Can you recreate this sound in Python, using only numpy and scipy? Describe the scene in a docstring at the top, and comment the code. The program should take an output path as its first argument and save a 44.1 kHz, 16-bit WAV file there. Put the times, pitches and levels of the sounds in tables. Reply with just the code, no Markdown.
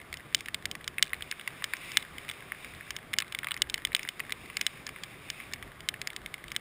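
"""Raindrops tick against the plastic waterproof housing of a small camera on a bare, foggy hilltop.
Each drop rings the housing for a few milliseconds, sharpest right over the microphone. A wet hiss,
rustling rain gear and light buffets of wind come through the case. The camera samples slowly and
holds each value, which adds a glassy top."""
import sys
import numpy as np
from scipy import signal
from scipy.fft import rfft, irfft
from scipy.io import wavfile
from scipy.ndimage import uniform_filter1d, minimum_filter1d

SR = 44100
rng = np.random.default_rng(int(sys.argv[2]) if len(sys.argv) > 2 else 0)


def log_audio(samples):
    """Write samples as a 16-bit WAV file to the path given in sys.argv[1]."""
    # one column per channel
    frames = np.atleast_2d(samples).T
    # limit to full scale, then quantise
    limited = np.clip(frames, -1, 1)
    pcm = np.round(limited * 32767).astype(np.int16)
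    wavfile.write(sys.argv[1], SR, pcm)


N = 291367

# Housing modes. Each row: frequency in Hz, level in dB, T60 in seconds.
HOUSING_MODES = [(1140, -19, 0.018), (1726, -12, 0.017), (2020, -15, 0.021), (2154, -2.5, 0.013),
                 (2414, -13.5, 0.022), (2660, -13, 0.018), (3016, 4, .015), (3390, -0.5, 0.013),
                 (3637, -3.5, 0.013), (3850, -1.5, 0.0085), (4555, -14, 0.0066), (5004, -17.5, 0.012),
                 (5467, -16.5, 0.01)]


def drop(db, tick_db, snap_db, spot_hz, aim, weight, spot_gain=1.21):
    """One drop rings the housing: modes in step over the microphone (aim 1), out of step elsewhere."""
    tick_from_hz, snap_from_hz, centre_hz = 2800, 4150, 3030
    build_s, spot_t60_s = 0.00017, 0.0082
    t = np.arange(1200) / SR
    hz, mode_db, t60_s = np.transpose(HOUSING_MODES)
    miss = (1 - np.clip(aim, 0, 1)) ** 2
    scatter, phase, detune = miss * rng.standard_normal((3, len(hz)))
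    fat_db = 8 * weight * np.log2(np.maximum(2000 / hz, 1))  # fat drops favour the lowest modes
    centre_db = -7 * miss * (np.abs(hz - centre_hz) < 140)  # strongest over the microphone
    gain = undb(mode_db + fat_db + centre_db + 4 * scatter)
    detuned_hz = hz * (1 + 0.024 * detune)
    swing = np.cos(2 * np.pi * detuned_hz[:, None] * t + 0.79 * np.pi * phase[:, None])
    build = 1 - miss * np.exp(-t / build_s)  # a farther hit takes a moment to build
    modes = gain[:, None] * np.exp(-np.log(1000) * t / t60_s[:, None]) * swing * build
    # The wet patch under the drop rings at its own pitch.
    spot = build * np.exp(-np.log(1000) * t / spot_t60_s) * np.sin(2 * np.pi * spot_hz * t)
    knock = unit(unit(modes[hz < tick_from_hz].sum(0)) + spot_gain * miss * unit(spot))
    tick = unit(modes[(hz >= tick_from_hz) & (hz < snap_from_hz)].sum(0))
    snap = unit(modes[hz >= snap_from_hz].sum(0))
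    # The stiff wall passes little bass, more under a fat drop.
    wall = signal.butter(4, 1400 * 2 ** (-0.8 * weight), "high", fs=SR, output="sos")
    ring = signal.sosfilt(wall, knock + undb(tick_db) * tick + undb(snap_db) * snap)
    return unit(ring) * undb(db) * np.sqrt(SR / 200)  # db is the level over 5 ms


# Distinct drops. Each row: start in seconds, level in dB, mid tick and high snap in dB against the
# low knock (all before trims), pitch of the struck spot in Hz, weight 0-1 (1 is a fat, slow drop).
BIG_DROPS = [(0.1276, -34.5, -8, -11, 2120, 0.85), (0.1404, -35.0, -6, -9, 2050, 0.4),
             (0.1708, -41, 5, 2, 2040, 0.9), (0.3472, -16.5, 9, 4, 2140, 0),
             (0.407, -37.5, -7, -6.5, 2240, 0.1), (0.4594, -37.0, -6, -11, 2100, 0.089),
             (0.4845, -32.5, -18, -17, 1860, 0.34), (0.5446, -26, 1.5, -9.5, 2200, 0.59),
             (0.6552, -26.5, -2.5, -4, 2120, 0.075), (0.7133, -32, 9, 3, 2140, 0.0),
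             (0.752, -36.0, -10, -12, 2240, 0.97), (0.8429, -41.5, 4, -7, 2370, 0.7),
             (0.8776, -28, 0.5, -2, 2130, 0.49), (0.9826, -26.5, -11, -27, 2100, 0.0),
             (0.9938, -35.5, -26, -35, 1790, 0.5), (1.026, -13.0, 5, -3, 2130, 0.0),
             (1.1321, -25.5, -15, -33, 2040, 0.55), (1.1428, -40.5, -6, -21, 2350, 0.8),
             (1.2078, -40, -13, -30, 1950, 0.5), (1.2228, -32.5, 5.5, -17, 2180, 0.5),
             (1.3129, -29.0, 0, -3, 2100, 0.32), (1.324, -34, -22, -29, 1780, 0.61),
             (1.396, -39.5, 2, -21, 1590, 1.0), (1.4112, -41, -3, -15, 2280, 0.5),
             (1.4761, -28, -11, -14, 2000, 1), (1.6219, -36.5, -20, -30, 1780, 1.0),
             (1.6414, -25.0, 1.5, -4, 2060, 0.53), (1.7358, -25.5, -16, -18.5, 1870, 0.5),
             (1.7676, -40, -4, -5, 2210, 0.6), (1.9174, -36.5, 0, -2, 2170, 0.6),
             (1.9711, -15.0, 2, -10, 2080, 0.0), (2.026, -38.5, 1, -15, 2020, 0.82),
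             (2.1825, -36, -2, -12.5, 2240, 0.17), (2.2822, -41.5, -12, -23, 1910, 0.4),
             (2.2898, -33.5, -1, -11, 2200, 0.1), (2.2974, -32.5, 1, -16, 2260, 0.63),
             (2.3128, -36.5, -1, -8, 2110, 0.44), (2.5201, -30, -25, -32, 1860, 1),
             (2.646, -39, -10, -14, 2300, 0.39), (2.809, -39.5, -25, -34, 1890, 0.3),
             (2.9059, -30.5, -4, -2.5, 2090, 0.4), (2.9646, -32, 2.5, -1.5, 2180, 0.66),
             (3.1325, -32.5, -7, -12, 2200, 0.5), (3.1373, -26, -3.5, -15, 2080, 0.52),
             (3.1862, -19.0, 3.5, 1, 2060, 0.31), (3.2021, -30, -1, -4, 2130, 0.34),
             (3.2106, -41.0, -13, -16, 1730, 0.7), (3.2215, -31, -6, -35, 2110, 0.5),
             (3.3235, -35, 2, -9.5, 2160, 0.7), (3.3483, -28.5, -3, -14.5, 2210, 0.2),
             (3.388, -30.5, -1.5, -10.5, 2160, 0.3), (3.4318, -34.0, -17, -40, 1730, 0.6),
             (3.4445, -32, -2, -15, 1380, 1.0), (3.4701, -29.5, -19, -32, 2070, 0.7),
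             (3.4854, -36, -7, -21, 2290, 0.6), (3.5091, -31.5, 1, -18, 1830, 0.9),
             (3.5168, -27, 5.5, -19, 1490, 0.9), (3.5419, -36, -3, -4, 2010, 0.81),
             (3.5654, -35.5, -31, -39, 2120, 0.0), (3.5746, -40, -2, -6, 2190, 1.0),
             (3.6197, -17.5, 7, -1, 2180, 0.0), (3.6984, -31.0, 4, -4, 2130, 0.2),
             (3.742, -23.5, 1.5, -6, 2110, 0.2), (3.7785, -37, -6, -11, 1860, 1),
             (3.8503, -22.0, 3, -7.5, 2070, 0.042), (3.871, -39.5, -3, -10, 2220, 0.4),
             (3.919, -39.0, -20, -35, 1890, 0.4), (3.9304, -40, -4, -19, 2280, 0.3),
             (3.9489, -18.0, 5, -14, 2480, 0.3), (3.964, -32, -3, -6, 2120, 0.12),
             (3.9937, -33, -7, -18, 2300, 0.24), (4.0306, -36.5, -6, -3, 2130, 0.39),
             (4.0504, -38, -22, -32, 1730, 0.6), (4.0754, -38.5, -20, -31, 2000, 0.61),
             (4.0886, -28, 2.5, -7, 2140, 0.0), (4.1953, -37, -12, -6.5, 2180, 0.8),
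             (4.202, -28.5, -30, -31, 2030, 0.38), (4.2952, -37.5, -13, -27, 1840, 1.0),
             (4.3057, -39.5, -7, -12, 2040, 0.51), (4.3221, -26.5, -1.5, -13, 2380, 0.36),
             (4.5002, -38.5, -22, -32, 2190, 0.95), (4.5689, -25.5, -8, -3, 2140, 0.4),
             (4.612, -23.5, -2, -4, 2140, 0), (4.6657, -20.5, 7, -1, 2170, 0.054),
             (4.8667, -33.5, -3.5, 0.5, 2080, 0.6), (4.8907, -36.5, -11, -11, 2250, 0.72),
             (4.961, -40, -27, -36, 2100, 0.38), (5.0352, -33.5, 1.5, -2, 2150, 0.37),
             (5.3015, -29.0, 2, 0, 2160, 0.0), (5.4011, -37, -19, -31, 2090, 1.0),
             (5.5352, -30.0, -8.5, -3, 2090, 0.3), (5.6259, -38.5, -5, -15, 1900, 0.9),
             (5.8053, -42, 2, -5.5, 2180, 0.65), (5.888, -22, 5, -5, 2180, 0.0),
             (5.9406, -36, -17, -21, 1820, 0.0015), (6.0153, -31.5, -3, -5, 2090, 0.025),
             (6.0726, -28, -6.5, -2.5, 2060, 0.15), (6.1025, -38, -4, -16, 2230, 0.01),
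             (6.1631, -33.0, -0.5, -4.5, 2070, 0.4), (6.2607, -34.0, -4.5, -14, 2170, 0.0),
             (6.3408, -32.5, -6, -12, 2210, 0.5), (6.4403, -40.5, -11, -17, 2040, 0.62),
             (6.4813, -42.5, 3.5, -7, 2120, 1.0), (6.5175, -33.5, -5, -6, 2180, 0.85),
             (6.5633, -24.5, 5.5, -5.5, 2200, 0.09)]


def big_drops(trim_db=0.65, snap_trim_db=0.3, burst_db=-17, spray_db=-34, flight_s=0.07):
    """Single drops strike the case; the hardest burst, and their spray falls back on it."""
    out = np.zeros(N)
    for start_s, db, tick_db, snap_db, spot_hz, weight in BIG_DROPS:
        # Brighter and louder means closer to the microphone.
        aim = 0.31 + 0.02 * (tick_db + snap_db) / 2 + 0.011 * (db + 27.5)
        add(out, start_s, drop(db + trim_db, tick_db, snap_db + snap_trim_db, spot_hz, aim, weight))
        if db > burst_db:
            for delay_s in flight_s * rng.uniform(0.2, 1, 6):
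                spray = drop(db + spray_db, tick_db, snap_db, spot_hz, aim=0, weight=weight)
                add(out, start_s + delay_s, spray)
    return out


def droplets(count=110, loudest_db=-42.5, range_db=8, tick_db=-12, snap_db=-21):
    """Fine droplets patter on the housing: mostly dull plops, more soft ones than loud."""
    out = np.zeros(N)
    for when, weight, softness in rng.random((count, 3)):
        brightness, pitch = rng.standard_normal(2)
        db = loudest_db - range_db * np.sqrt(softness)
        bright_db = 6 * brightness
        spot_hz = 1920 * np.exp(0.12 * pitch)
        plop = drop(db, tick_db + bright_db, snap_db + bright_db, spot_hz,
                    aim=0, weight=weight / 2, spot_gain=4.4)
        add(out, when * N / SR, plop)
    return out


# Hiss spectrum. Each row: frequency in Hz, relative density in dB.
HISS_SPECTRUM = [(500, -5.5), (900, -5.5), (1130, 2), (1450, -1), (1700, 0.5), (2150, -0.5), (2500, -14),
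                 (3200, -6.5), (3650, -11.5), (4200, -17), (5200, -17.5), (5900, -28)]
# Strength of the rain all around. Each row: time in seconds, level in dB.
HISS_LEVELS = [(0.0, -54.5), (1.01, -56), (1.78, -51), (3.14, -55), (3.55, -53), (3.67, -54.5), (6.49, -54),
               (6.6, -57.5)]


def rain_hiss():
    """Countless far splashes merge into a smooth hiss."""
    time_s, db = np.transpose(HISS_LEVELS)
    level_db = np.interp(np.arange(N) / SR, time_s, db)
    return colour(rng.standard_normal(N), HISS_SPECTRUM) * undb(level_db)


# Rustle spectrum. Each row: frequency in Hz, relative density in dB.
RUSTLE_SPECTRUM = [(1500, -20), (2120, 3), (2380, 3.5), (2830, -2), (3200, -10), (3650, -1.5), (4200, -18),
                   (5200, -10), (5900, -23.5)]
# Swishes of rain gear. Each row: peak time in seconds, length in seconds, level in dB.
GEAR_SWISHES = [(.38, 0.17, -58.5), (1.3, 0.25, -53.5), (1.67, 0.39, -53), (1.88, 0.24, -45.5),
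                (2.28, 0.3, -54.5), (2.65, 0.29, -51.5), (2.89, .14, -55), (3.4, 0.22, -59),
                (4.05, 0.14, -52.5), (4.33, 0.6, -55), (4.65, 0.22, -52.5), (4.98, 0.38, -56.5),
                (5.36, 0.25, -49.5)]


def gear_rustle(rest_db=-61.5, flicker_db=1):
    """Wet rain gear rustles in grainy swells and is never quite still."""
    creases = rng.standard_normal(N) * np.exp(0.15 * rng.standard_normal(N))
    level_db = swells(GEAR_SWISHES, rest_db, rise_share=0.54) + flicker_db * wander(rate_hz=24.89)
    return colour(creases, RUSTLE_SPECTRUM) * undb(level_db)


# Wind spectra. Each row: frequency in Hz, relative density in dB.
BUFFET_SPECTRUM = [(12, -9), (30, -3), (70, 2), (100, -0.5), (160, -4.5)]
MURMUR_SPECTRUM = [(70, -24), (105, -5), (140, 0), (200, -4), (290, -6), (390, -5), (500, -10),
                   (750, -11.5), (1200, -23.5), (2500, -56)]
# Gusts on the case. 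Each row: peak time in seconds, length in seconds, level in dB before trim.
WIND_GUSTS = [(.16, .12, -56.5), (.44, 0.16, -60), (.68, 0.06, -50), (.96, 0.16, -57), (1.2, 0.085, -54),
              (2.16, 0.054, -58), (2.74, 0.085, -55), (3.68, .2, -53.5), (3.9, .08, -54),
              (4.41, 0.088, -54.5), (5.5, 0.066, -59), (5.64, .11, -51.5), (5.84, .08, -53),
              (6.24, 0.075, -54.5), (6.48, 0.087, -51.5)]


def wind(breeze_db=-60.5, buffet_trim_db=-1.2, murmur_db=-55.5, flutter_db=1.5):
    """Gusts buffet the case and lift a low murmur of air a little; both flutter together."""
    gust_db = swells(WIND_GUSTS, breeze_db, rise_share=0.53)
    lift_db = 0.28 * (gust_db - breeze_db)
    buffets = colour(rng.standard_normal(N), BUFFET_SPECTRUM) * undb(gust_db + buffet_trim_db)
    murmur = colour(rng.standard_normal(N), MURMUR_SPECTRUM) * undb(murmur_db + lift_db)
    return (buffets + murmur) * undb(flutter_db * wander(rate_hz=20))


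def undb(db):
    """Decibels to gain."""
    return 10 ** (np.asarray(db) / 20)


def unit(x):
    """Scale to unit energy."""
    return x / np.sqrt(np.sum(x ** 2))


def add(out, start_s, sound):
    """Mix a sound in at start_s."""
    start = int(np.clip(start_s * SR, 0, N - 1))
    out[start:start + len(sound)] += sound[:N - start]


def wander(rate_hz):
    """Random steps, smoothed twice; spread near 1."""
    hold = int(SR / rate_hz)
    steps = np.repeat(rng.standard_normal(N // hold + 1), hold)
    return uniform_filter1d(uniform_filter1d(steps, hold), hold)[:N] * np.sqrt(2)


def colour(x, spectrum):
    """Shape a signal by (Hz, dB) points; unit rms."""
    hz, db = np.transpose(spectrum)
    bins_hz = np.maximum(np.fft.rfftfreq(N, 1 / SR), 1)
    gain_db = np.interp(np.log(bins_hz), np.log(hz), db, left=-60, right=-60)
    return unit(irfft(rfft(x) * undb(gain_db), N)) * np.sqrt(N)


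def swells(table, rest_db, rise_share):
    """Level in dB of bell-shaped swells over a floor; each rises for rise_share of its length."""
    t = np.arange(N) / SR
    power = undb(rest_db) ** 2
    for peak_s, length_s, db in table:
        width_s = length_s * np.where(t < peak_s, rise_share, 1 - rise_share)
        power = power + undb(db) ** 2 * np.exp(-((t - peak_s) / width_s) ** 2)
    return 10 * np.log10(power)


def scene():
    """Drops on the case over hiss, rustle and wind, in mono."""
    background = rain_hiss() + gear_rustle() + wind()
    return (background + droplets() + big_drops())[None]


def record(dry, sampler_hz=12000, noise_db=-75, ceiling=0.82, top_hz=15250):
    """The camera samples slowly, adds faint noise, limits peaks and holds each value."""
    anti_alias = signal.ellip(6, 0.3, 60, 5950, fs=SR, output="sos")
    slow = signal.resample_poly(signal.sosfilt(anti_alias, dry), sampler_hz, SR, axis=1)
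    slow = slow + undb(noise_db) * rng.standard_normal(slow.shape)
    gain = ceiling / np.maximum(np.abs(slow), ceiling)
    limited = slow * uniform_filter1d(minimum_filter1d(gain, size=9), size=9)
    steps = np.repeat(limited, 8, axis=1)  # the hold mirrors the ticks into the treble
    held = signal.resample_poly(steps, SR, 8 * sampler_hz, axis=1)[:, :N]
    lowpass = signal.ellip(8, 0.2, 80, top_hz, fs=SR, output="sos")
    return signal.sosfilt(lowpass, held)


dry = scene()
out = record(dry)
log_audio(out)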